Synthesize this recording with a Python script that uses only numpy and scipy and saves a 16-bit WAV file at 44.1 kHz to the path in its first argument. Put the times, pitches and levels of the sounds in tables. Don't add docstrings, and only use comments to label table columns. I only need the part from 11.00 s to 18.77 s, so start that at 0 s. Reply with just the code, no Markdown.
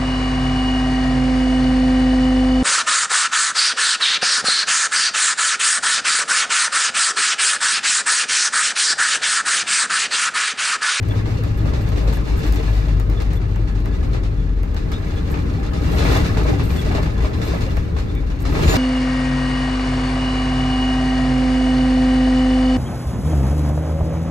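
import sys
import numpy as np
from scipy import signal
from scipy.fft import rfft, irfft, next_fast_len
from scipy.io import wavfile
from scipy.ndimage import uniform_filter1d, map_coordinates

SR = 44100
rng = np.random.default_rng(int(sys.argv[2]) if len(sys.argv) > 2 else 0)


def materialize(psi):
    bounded = np.clip(np.atleast_2d(psi).T, -1, 1)
    quanta = np.round(bounded * 32767).astype(np.int16)
    wavfile.write(sys.argv[1], SR, quanta)


N = 342657
TIME = np.arange(N) / SR
ATTACK_S = 0.0003
BUMP_LEAD_S = 0.025

# (time [s], tyre roar [dB], cabin rattle [dB])
ROUGHNESS = [(0.0, -35.5, -50), (0.13, -33, -38.5), (0.245, -31, -47), (0.29, -32, -41.5),
             (0.53, -34, -43.5), (0.7, -29.5, -42.5), (0.85, -32, -42.5), (1.05, -32.5, -38),
             (1.23, -30, -43.5), (1.28, -34, -39), (1.36, -30.5, -39.5), (1.7, -33.5, -38),
             (2.05, -34.5, -46.5), (2.3, -32, -46), (2.54, -34.5, -48), (2.72, -34, -47),
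             (3.05, -31.5, -45.5), (3.55, -35, -50.5), (3.9, -32, -46), (4.02, -33.5, -43),
             (4.35, -29.5, -42.5), (4.71, -31, -42), (4.87, -28, -37), (5.12, -25, -28.5),
             (5.35, -27.5, -37.5), (5.46, -27.5, -35), (5.55, -26, -37.5), (5.68, -26.5, -43.5),
             (5.8, -28, -36.5), (5.95, -27.5, -37), (6.14, -31, -42.5), (6.25, -32, -39.5),
             (6.31, -30, -41.5), (6.55, -29, -35.5), (6.87, -32.5, -45.5), (7.1, -32, -46),
             (7.4, -33.5, -46.5), (7.55, -25.5, -34), (7.77, -25.5, -24.5)]
# (time [s], strength [dB])
BUMPS = [(0.67, -31.5), (0.77, -33), (1.08, -31), (1.46, -37), (2.14, -32.5), (3.15, -36), (4.35, -36),
         (4.96, -29), (5.04, -30), (5.12, -27), (5.39, -27.5), (5.5, -30), (5.9, -40), (5.97, -34),
         (6.25, -30), (6.55, -38.5), (7.63, -38), (7.73, -30)]
# (time [s], level [dB], relative dull part [dB], pitch [Hz])
KNOCKS = [(0.0852, -43, 8, 1210), (0.19, -34, 3, 1945), (0.2578, -33.5, 5.5, 930), (0.3404, -36, -7, 1650),
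          (0.4344, -35.5, 2, 920), (0.6544, -42, 9, 1151), (0.735, -30.5, 2, 781), (0.9184, -32.5, 3, 1310),
          (0.958, -33.5, -3, 1880), (1.0744, -31.5, -9, 908), (1.1694, -36, 9.5, 1690),
          (1.285, -44, -1, 1075), (1.4321, -29, -11, 1234), (1.465, -32, 1, 2736),
          (1.8826, -33.5, 3.5, 908), (2.2009, -28.5, 0, 1036), (2.3042, -35.5, 2, 1016),
          (2.4144, -40, 7, 908), (2.6753, -37, 2, 1930), (2.755, -39, 1, 1700), (2.859, -43, 10, 1223),
          (2.945, -40, -2, 1700), (3.03, -38, 2, 1248), (3.1324, -31.5, 2, 1110), (3.146, -38.5, 5, 805),
          (3.2326, -33.5, -3, 1343), (3.764, -29.5, 0.5, 906), (3.917, -29, 3, 1246),
          (4.3404, -34.5, 11, 1240), (4.372, -40, 12, 1000), (4.63, -32, 0, 1250), (4.7331, -29.5, 0, 1275),
          (4.9816, -22.5, -14, 1738), (5.025, -31, 9, 1247), (5.0514, -29.5, 10.5, 1095),
          (5.1114, -24, -5, 1850), (5.131, -26, 7.5, 1014), (5.165, -22.5, 3, 1706), (5.2494, -31, 6, 1300),
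          (5.3706, -29, 7, 887), (5.46, -37, 11, 1120), (5.4894, -32, 8, 2050), (5.5954, -28, 4.5, 1195),
          (5.7034, -31.5, 4, 2400), (5.912, -36, 13, 1700), (5.9483, -25, 3.5, 1060), (5.979, -39, 15, 906),
          (6.0164, -35, 1, 1740), (6.058, -32.5, 7, 1250), (6.2053, -35.5, 9, 2000), (6.245, -38, 13, 1018),
          (6.4155, -25, -12, 2200), (6.475, -30, 1, 2380), (6.5494, -39, 12, 1170),
          (6.6178, -29, -20, 2660), (6.7695, -38.5, 9, 1080), (6.9644, -32, 4.5, 1080),
          (6.985, -30.5, -3, 1490), (7.3002, -35.5, -1, 1233), (7.452, -26.5, 2, 1260),
          (7.5517, -31, 11, 1080), (7.612, -34, 8, 994), (7.6789, -19, -7, 2350), (7.725, -28.5, 8, 1230)]
# (centre [Hz], width [Hz], lift [dB])
CABIN_MODES = [(296, 12, 0), (381, 30, 0.5), (445, 12, 3), (567, 13, -1), (630, 20, 1), (794, 25, -1.5),
               (1043, 30, -1.5), (1247, 33, 1), (1691, 83, 2.5), (1981, 34, 1), (2278, 14, 0),
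               (2750, 34, 1), (3480, 51, 4), (4050, 43, 3.5), (4400, 30, 3), (4700, 31, 0), (5263, 29, 4.5),
               (6940, 32, 2)]
# (frequency [Hz], density [dB])
BODY_SPECTRUM = [(250, -25), (380, 4.5), (480, 0.5), (570, -8), (680, -2.5), (800, -17), (1100, -8),
                 (2500, -57)]
# (frequency [Hz], density [dB])
PANEL_SPECTRUM = [(300, -24), (480, 8), (650, 3), (800, 6.5), (980, 0), (1200, 0.5), (1480, -4),
                  (1720, -2.5), (2200, -5), (2900, -12.5), (5000, -27), (15000, -68)]
# (frequency [Hz], density [dB])
FITTING_SPECTRUM = [(1200, 2), (2200, 1.5), (2750, 3.5), (3250, -5.5), (3500, 1), (4400, 0), (5200, -3.5),
                    (6500, -6), (7900, -10.5), (9500, -7.5), (11000, -20.5), (15500, -28.5)]


def from_db(db):
    return 10 ** (np.asarray(db) / 20)


def unit_rms(x):
    return x / np.sqrt(np.mean(x ** 2) + 1e-20)


def in_time(rows):
    times_s, *columns = np.transpose(rows)
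    return [np.interp(TIME, times_s, column) for column in columns]


def at_hz(rows, hz):
    knots_hz, values = np.transpose(rows)
    return np.interp(np.log(hz + 1), np.log(knots_hz), values)


def drift(rate_hz):
    knots = rng.standard_normal(4096)
    return unit_rms(map_coordinates(knots, [TIME * rate_hz], order=2, mode="wrap"))


def swells(rows, sigma_s):
    return sum(from_db(db) * np.exp(-0.5 * ((TIME - at_s) / sigma_s) ** 2) for at_s, db in rows)


def add(out, at_s, sound):
    start = max(round(at_s * SR), 0)
    out[:, start:start + sound.shape[1]] += sound[:, :N - start]


def noise(spectrum, modes=(), size=N):
    # (frequency [Hz], correlation [-1..1])
    likeness = [(30, 1), (80, 0.97), (160, 0.88), (300, 0.68), (450, 0.21), (660, -0.53), (1100, 0.02),
                (1600, -0.31), (2800, 0), (4300, 0.1), (7000, 0.2), (8500, -0.5), (9300, -1), (10700, -1),
                (11500, 0.5), (13000, 1)]
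    # (frequency [Hz], left minus right [dB])
    balance = [(30, 1.5), (90, 2.5), (300, 2.3), (500, -0.7), (1300, -1), (2500, 0.8), (6000, 1),
               (10000, 0)]
    padded = next_fast_len(size, True)
    hz = np.arange(padded // 2 + 1) * SR / padded
    level_db = at_hz(spectrum, hz)
    for centre_hz, width_hz, lift_db in modes:
        level_db = level_db + lift_db / (1 + (2 * (hz - centre_hz) / width_hz) ** 2)
    mid, side = rfft(rng.standard_normal((2, padded)))
    correlation = np.clip(at_hz(likeness, hz), -1, 1)
    sign = np.array([[1], [-1]])
    pair = np.sqrt(1 + correlation) * mid + sign * np.sqrt(1 - correlation) * side
    gain = from_db(level_db + sign * at_hz(balance, hz) / 2)
    return unit_rms(irfft(pair * gain, padded)[:, :size])


def steadied(x, window_s):
    power = uniform_filter1d(np.mean(x ** 2, axis=0), int(window_s * SR) + 1)
    return x / np.sqrt(np.maximum(power, 1e-9))


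def part_modes(lift_db=5.5, relative_width=0.018, count=9):
    centres_hz = 650 * 2 ** ((np.arange(count) + rng.random(count)) * 3 / count)
    return list(CABIN_MODES) + [(hz, relative_width * hz, lift_db) for hz in centres_hz]


def contact(spectrum, modes, crack_t60_s, cabin_t60_s, cabin_db, size=16384):
    t = np.arange(size) / SR
    attack = 1 - np.exp(-t / ATTACK_S)
    decay = from_db(-60 * t / crack_t60_s) + from_db(cabin_db - 60 * t / cabin_t60_s)
    return noise(spectrum, modes, size) * attack * decay


def panel_note(hz, t60_s=0.073, overtone_ratio=2.3):
    t = np.arange(4096) / SR
    phase = 2 * np.pi * hz * t
    low_rad, high_rad = rng.uniform(0, 2 * np.pi, (2, 2, 1))
    overtone_gain = from_db(-6) / (1 + (hz / 1200) ** 4)
    tone = np.sin(phase + low_rad) + overtone_gain * np.sin(overtone_ratio * phase + high_rad)
    return tone * from_db(-60 * t / t60_s) * (1 - np.exp(-t / ATTACK_S))


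def tap_forces(spread_db):
    return from_db(spread_db * np.minimum(rng.exponential(1, N), 2)) * rng.choice([-1, 1], N)


def cabin_shake_db(usual_db=-42):
    return in_time(ROUGHNESS)[1] - usual_db


def stirred(rows, lead_s=0, rise_s=0.0039, settle_s=0.066):
    total = 0
    for at_s, db, *_ in rows:
        age_s = np.maximum(TIME - at_s + lead_s, 0)
        total = total + from_db(db) * (1 - np.exp(-age_s / rise_s)) * np.exp(-age_s / settle_s)
    return total


def bumps(gain_db=-5):
    envelope = from_db(gain_db) * swells(BUMPS, sigma_s=0.042)
    return envelope * steadied(noise(BODY_SPECTRUM, CABIN_MODES), 0.0066)


def road(usual_roar_db=-32):
    # (frequency [Hz], density [dB])
    heave_spectrum = [(10, -23), (20, -1), (28, 31), (38, 7), (46, -14), (60, -13), (90, -71)]
    # (frequency [Hz], density [dB])
    boom_spectrum = [(30, -32), (40, -2), (50, 0), (63, 3), (80, 0), (92, -4), (108, -3), (125, -7.5),
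                     (160, -11.5), (400, -85)]
    # (time [s], level [dB])
    dips = [(0.68, -21), (3.06, -20), (4.3, -39), (4.95, -15.5), (5.75, -21.5), (6.25, -23), (6.77, -22),
            (6.98, -18.5), (7.65, -16.5)]
    # (frequency [Hz], density [dB])
    pan_spectrum = [(30, -28), (48, 1), (62, 8.5), (75, 11), (100, -36), (200, -68)]
    # (frequency [Hz], density [dB])
    wall_spectrum = [(90, -9), (130, -9), (162, 1.5), (200, -6), (250, -5.5), (300, -10.5), (600, -101)]
    # (frequency [Hz], density [dB])
    tyre_spectrum = [(190, -41), (265, -5), (298, 4), (335, -5), (390, -3.5), (445, -4.5), (520, -11),
                     (750, -22), (1500, -22), (4000, -43), (15000, -82)]
    rough_db = in_time(ROUGHNESS)[0] - usual_roar_db
    heave_db = -32.5 + 0.41 * (rough_db + 4.5 * drift(5.9))
    heave = from_db(heave_db) * steadied(noise(heave_spectrum), 0.17)
    boom_db = -22 + 0.69 * rough_db + 0.5 * drift(9.2)
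    boom = from_db(boom_db) * steadied(noise(boom_spectrum), 0.12)
    floor_pan = swells(dips, sigma_s=0.06) * steadied(noise(pan_spectrum), 0.12)
    walls = from_db(-29.5 + rough_db) * steadied(noise(wall_spectrum), 0.17)
    tyres = from_db(-33.5 + 0.95 * rough_db) * steadied(noise(tyre_spectrum, CABIN_MODES), 0.57)
    return heave + boom + floor_pan + walls + tyres


def hum(flutter_db=2.2, pan_db=0.8):
    # (time [s], pitch [Hz], level [dB], octave below [dB])
    hum_curve = [(0.0, 111, -26, -40), (0.3, 114, -26, -37), (0.85, 113.8, -31, -37),
                 (1.2, 112.4, -34, -28), (1.52, 111.6, -32, -21.5), (1.8, 110.5, -35, -38),
                 (2.65, 108, -30, -42), (3.3, 106.5, -32, -49), (4.2, 106, -57, -57)]
    hz, upper_db, lower_db = in_time(hum_curve)
    phase = 2 * np.pi * np.cumsum(hz) / SR + 4 * np.pi * rng.random()
    tone = from_db(upper_db) * np.sin(phase) + from_db(lower_db) * np.sin(phase / 2)
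    return np.sqrt(2) * tone * from_db(flutter_db * drift(9.34)) * from_db([[pan_db], [-pan_db]])


def engine(flutter_db=0.5, pan_db=1.8):
    # (time [s], rate [Hz], fundamental [dB], upper harmonics [dB])
    firing_curve = [(0.0, 48.83, -44, -23), (0.35, 51.23, -26, -25), (0.8, 52.45, -32, -23.5),
                    (0.95, 52.03, -16.5, -22), (1.15, 51.9, -19.5, -34), (1.8, 50.45, -15.5, -25),
                    (2.35, 48.55, -19, -28.5), (2.7, 47.66, -19.5, -23.5), (3.1, 46.34, -21, -39),
                    (3.6, 45.25, -19, -32), (4.05, 43.07, -30, -32), (4.75, 54.5, -34, -30),
                    (5.05, 55.4, -21, -33), (5.4, 52.9, -24, -26), (5.8, 53.17, -31, -33),
                    (6.2, 56, -21, -31), (6.75, 54.5, -48, -51), (7.2, 46.27, -19.5, -41),
                    (7.45, 47.5, -22.5, -37), (7.62, 53.9, -23, -34), (7.77, 54, -39, -36)]
    firing_hz, first_db, upper_db = in_time(firing_curve)
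    phase = 2 * np.pi * np.cumsum(firing_hz) / SR
    drone = 0
    for harmonic, db in enumerate([first_db - 0.5, upper_db - 1, upper_db - 15], 1):
        gain = from_db(db + flutter_db * drift(12))
        drone = drone + gain * np.sin(harmonic * phase + 2 * np.pi * rng.random())
    return np.sqrt(2) * drone * from_db([[pan_db], [-pan_db]])


def thuds(gain_db=-1.5, rise_s=0.0027, t60_cycles=50, shudder_db=-2):
    # (time [s], level [dB], pitch [Hz])
    jolts = [(0.27, -30, 314), (0.39, -31, 483), (0.66, -27.5, 578), (0.735, -28, 537), (0.795, -35, 590),
             (0.975, -26.5, 465.6), (1.075, -26, 510), (1.32, -25, 334), (1.44, -24, 303.8),
             (1.62, -36, 440), (2.09, -26, 309), (2.215, -28, 517.5), (2.40, -30, 375), (2.59, -27, 334.6),
             (2.86, -31, 321), (3.146, -29.5, 348), (4.97, -26, 388), (5.08, -26, 454), (5.125, -27, 350),
             (5.16, -18.5, 650), (5.24, -35, 346), (5.372, -20.5, 431), (5.45, -26, 620.6),
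             (5.485, -16, 307), (5.53, -25.5, 777), (5.865, -29, 594), (5.905, -27, 741), (5.95, -22, 652),
             (5.98, -25, 604.5), (6.245, -28, 606), (6.42, -31, 301), (6.535, -28, 560), (6.665, -28, 535),
             (7.625, -21, 345), (7.69, -22, 436)]
    out = np.zeros((2, N))
    for at_s, db, hz in jolts:
        shudder = contact(BODY_SPECTRUM, (), crack_t60_s=0.033, cabin_t60_s=0.19, cabin_db=-15)
        t = np.arange(shudder.shape[1]) / SR
        envelope = from_db(-60 * t * hz / t60_cycles) * (1 - np.exp(-t / rise_s))
        note = np.sin(2 * np.pi * hz * t + rng.normal(0, 1, (2, 1))) * envelope
        add(out, at_s, from_db(db + gain_db) * (2 * note + from_db(shudder_db) * shudder))
    return out


def ringing(taps_per_s=30, tilt_db_per_octave=-5, ref_hz=750, ref_t60_s=0.095, top_hz=3000):
    out, t = 0, np.arange(8192) / SR
    for hz, _, lift_db in [mode for mode in CABIN_MODES if mode[0] < top_hz]:
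        taps = tap_forces(spread_db=4) * (rng.random(N) < taps_per_s / SR)
        t60_s = ref_t60_s * np.sqrt(ref_hz / hz)
        stereo_rad = rng.choice([-1, 1]) * np.array([[0], [np.pi / 2]])
        response = np.sin(2 * np.pi * hz * t + stereo_rad) * from_db(-60 * t / t60_s)
        ring = unit_rms(signal.oaconvolve(taps[None], response, axes=1)[:, :N])
        out = out + from_db(lift_db + tilt_db_per_octave * np.log2(hz / ref_hz)) * ring
    shake = from_db(-49.5 + 0.94 * cabin_shake_db())
    stir = from_db(-16) * stirred(BUMPS, BUMP_LEAD_S)
    return np.hypot(shake, stir) * out


def clinks(base_db=-37, spread_db=3.5, lowest_hz=750, tilt_db_per_octave=-3.8, count=480):
    out = np.zeros((2, N))
    shake_db = cabin_shake_db()
    for position, octaves, strength in rng.uniform([0, 0, -1], [1, 2.7, 1], (count, 3)):
        start = int(position * N)
        db = base_db + spread_db * strength + tilt_db_per_octave * octaves + shake_db[start]
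        add(out, start / SR, from_db(db) * panel_note(lowest_hz * 2 ** octaves))
    return out


def squeaks(gain_db=-2, waver_hz=75, flutter_db=3.5, slips_per_s=260):
    # (time [s], pitch [Hz], level [dB], Gaussian sigma [s])
    rubs = [(0.117, 3460, -40, 0.011), (1.596, 3500, -44, 0.016), (2.183, 3518, -40.5, 0.011),
            (2.371, 3474, -47, .012), (3.399, 3460, -54, 0.019), (3.94, 3503, -42, .012),
            (3.96, 3740, -38.5, 0.015), (4.1, 3480, -52, .02), (4.185, 3480, -45, 0.011),
            (5.01, 3484, -39, 0.012), (5.113, 3550, -41, 0.016), (5.301, 1704, -32.5, 0.0082),
            (5.797, 3440, -34, 0.011), (7.1, 3530, -47, .015), (7.178, 3540, -46, .02),
            (7.179, 2253, -42, 0.018), (7.709, 6960, -31.5, 0.029)]
    waver_cycles = np.cumsum(waver_hz * drift(slips_per_s)) / SR
    chirps = sum(swells([(at_s, db)], sigma_s) * np.exp(2j * np.pi * (hz * TIME + waver_cycles))
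                 for at_s, hz, db, sigma_s in rubs)
    gain = np.sqrt(2) * from_db(gain_db + flutter_db * drift(slips_per_s))
    return gain * np.array([chirps.real, chirps.imag])


def ticks(snap_db=0.5, shell_db=-2.5, cabin_t60_s=0.2):
    # (time [s], level [dB], relative shell level [dB])
    snaps = [(0.027, -36, 5), (0.0867, -31.5, -19), (0.437, -30, -3), (0.8895, -31.5, -12),
             (1.1328, -41, -14), (1.5242, -22.5, -28), (1.559, -28.5, -18), (1.9985, -29.5, -1),
             (2.099, -31, -1), (2.2198, -31, -1), (2.3338, -32, -2), (2.5594, -34, 3), (2.803, -41, -4),
             (2.8573, -33.5, 3.5), (3.632, -33.5, 1.5), (3.7451, -35, 2), (3.917, -31.5, -8),
             (4.3005, -36, 1), (6.0305, -31.5, 4), (6.7686, -30, 4), (7.151, -35.5, -4), (7.4036, -32, -13)]
    # (frequency [Hz], density [dB])
    snap_spectrum = [(800, 1), (1500, 1), (3000, 0.21), (6000, 4.5), (9500, -2.8), (13000, 1), (16000, 2.5)]
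    out = np.zeros((2, N))
    for at_s, db, relative_db in snaps:
        snap = contact(snap_spectrum, (), 0.0068, cabin_t60_s, cabin_db=-24.5)[0]
        shell = contact(PANEL_SPECTRUM, part_modes(), 0.083, cabin_t60_s, cabin_db=-10)
        add(out, at_s, from_db(db + snap_db) * snap + from_db(db + relative_db + shell_db) * shell)
    return out


def knocks(bright_db=-6, dull_db=-10, note_db=-6, rebound_s=0.013, rebound_db=-6):
    out = np.zeros((2, N))
    for at_s, db, relative_db, hz in KNOCKS:
        bright = contact(FITTING_SPECTRUM, part_modes(), 0.18, cabin_t60_s=0.21, cabin_db=-20.5)
        dull = contact(PANEL_SPECTRUM, part_modes(), 0.11, cabin_t60_s=0.22, cabin_db=-1)
        knock = from_db(db + bright_db) * bright + from_db(db + relative_db + dull_db) * dull
        add(out, at_s, knock)
        add(out, at_s, from_db(db + relative_db + note_db) * panel_note(hz))
        add(out, at_s + rebound_s * rng.uniform(0.65, 1.4), from_db(rebound_db) * knock)
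    return out


def chatter(spectrum, taps_per_s, spread_db, bounce_db, bounce_hz, crack_t60_s, cabin_t60_s, parts=9):
    out = 0
    for _ in range(parts):
        touches = rng.random(N) < taps_per_s / parts / SR
        taps = touches * tap_forces(spread_db)
        bounce = from_db(bounce_db * np.tanh(drift(bounce_hz)))
        response = contact(spectrum, part_modes(), crack_t60_s, cabin_t60_s, cabin_db=-6)
        out = out + signal.oaconvolve((taps * bounce)[None], response, axes=1)[:, :N]
    return steadied(out, window_s=0.11)


def rattles(rock_db=0.5, rock_hz=16, edge_s=0.006):
    # (frequency [Hz], density [dB])
    trim_spectrum = [(4000, -28), (8000, 5), (9500, 4), (10800, -3), (11800, 3.5), (13500, 1), (15500, -12)]
    # (time [s], length [s], level [dB])
    flurries = [(0.57, 0.023, -51.5), (0.808, 0.095, -56), (1.124, 0.052, -46), (1.358, 0.22, -53),
                (1.696, 0.13, -59), (2.328, 0.048, -56), (4.3, 0.036, -49), (4.909, 0.1, -49),
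                (5.115, 0.06, -46), (5.236, 0.029, -50), (5.628, 0.2, -49), (6.42, 0.064, -51),
                (7.405, 0.026, -51), (7.682, 0.061, -40.5)]
    panels = chatter(PANEL_SPECTRUM, taps_per_s=330, spread_db=-0.5, bounce_db=8, bounce_hz=22,
                     crack_t60_s=0.21, cabin_t60_s=0.14)
    fittings = chatter(FITTING_SPECTRUM, taps_per_s=340, spread_db=2, bounce_db=14, bounce_hz=24,
                       crack_t60_s=0.17, cabin_t60_s=0.44)
    trim = chatter(trim_spectrum, taps_per_s=700, spread_db=5.5, bounce_db=7, bounce_hz=37,
                   crack_t60_s=0.018, cabin_t60_s=0.19, parts=3)
    shake_db = cabin_shake_db() + rock_db * drift(rock_hz)
    panel_stir = from_db(-6) * stirred(BUMPS, BUMP_LEAD_S) + from_db(-13) * stirred(KNOCKS)
    trim_stir = 0
    for at_s, length_s, db in flurries:
        gate = np.interp(TIME - at_s, [0, edge_s, length_s, length_s + edge_s], [0, 1, 1, 0])
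        trim_stir = trim_stir + from_db(db + 1) * gate
    fitting_stir = from_db(-7) * panel_stir + from_db(2) * trim_stir
    return (np.hypot(from_db(-40 + 0.7 * shake_db), panel_stir) * panels
            + np.hypot(from_db(-42.5 + 1.05 * shake_db), fitting_stir) * fittings
            + np.hypot(from_db(-63 + 1.27 * shake_db), trim_stir) * trim)


def scene():
    rumble = engine() + hum() + road() + bumps() + thuds()
    return rumble + rattles() + ringing() + clinks() + knocks() + ticks() + squeaks()


def record(dry, low_cut_hz=12, ceiling=0.9, high_cut_hz=15500):
    high_passed = signal.sosfilt(signal.butter(2, low_cut_hz, "high", fs=SR, output="sos"), dry)
    limited = high_passed / (1 + (high_passed / ceiling) ** 6) ** (1 / 6)
    return signal.sosfilt(signal.ellip(10, 0.1, 90, high_cut_hz, fs=SR, output="sos"), limited)


dry = scene()
out = record(dry)
materialize(out)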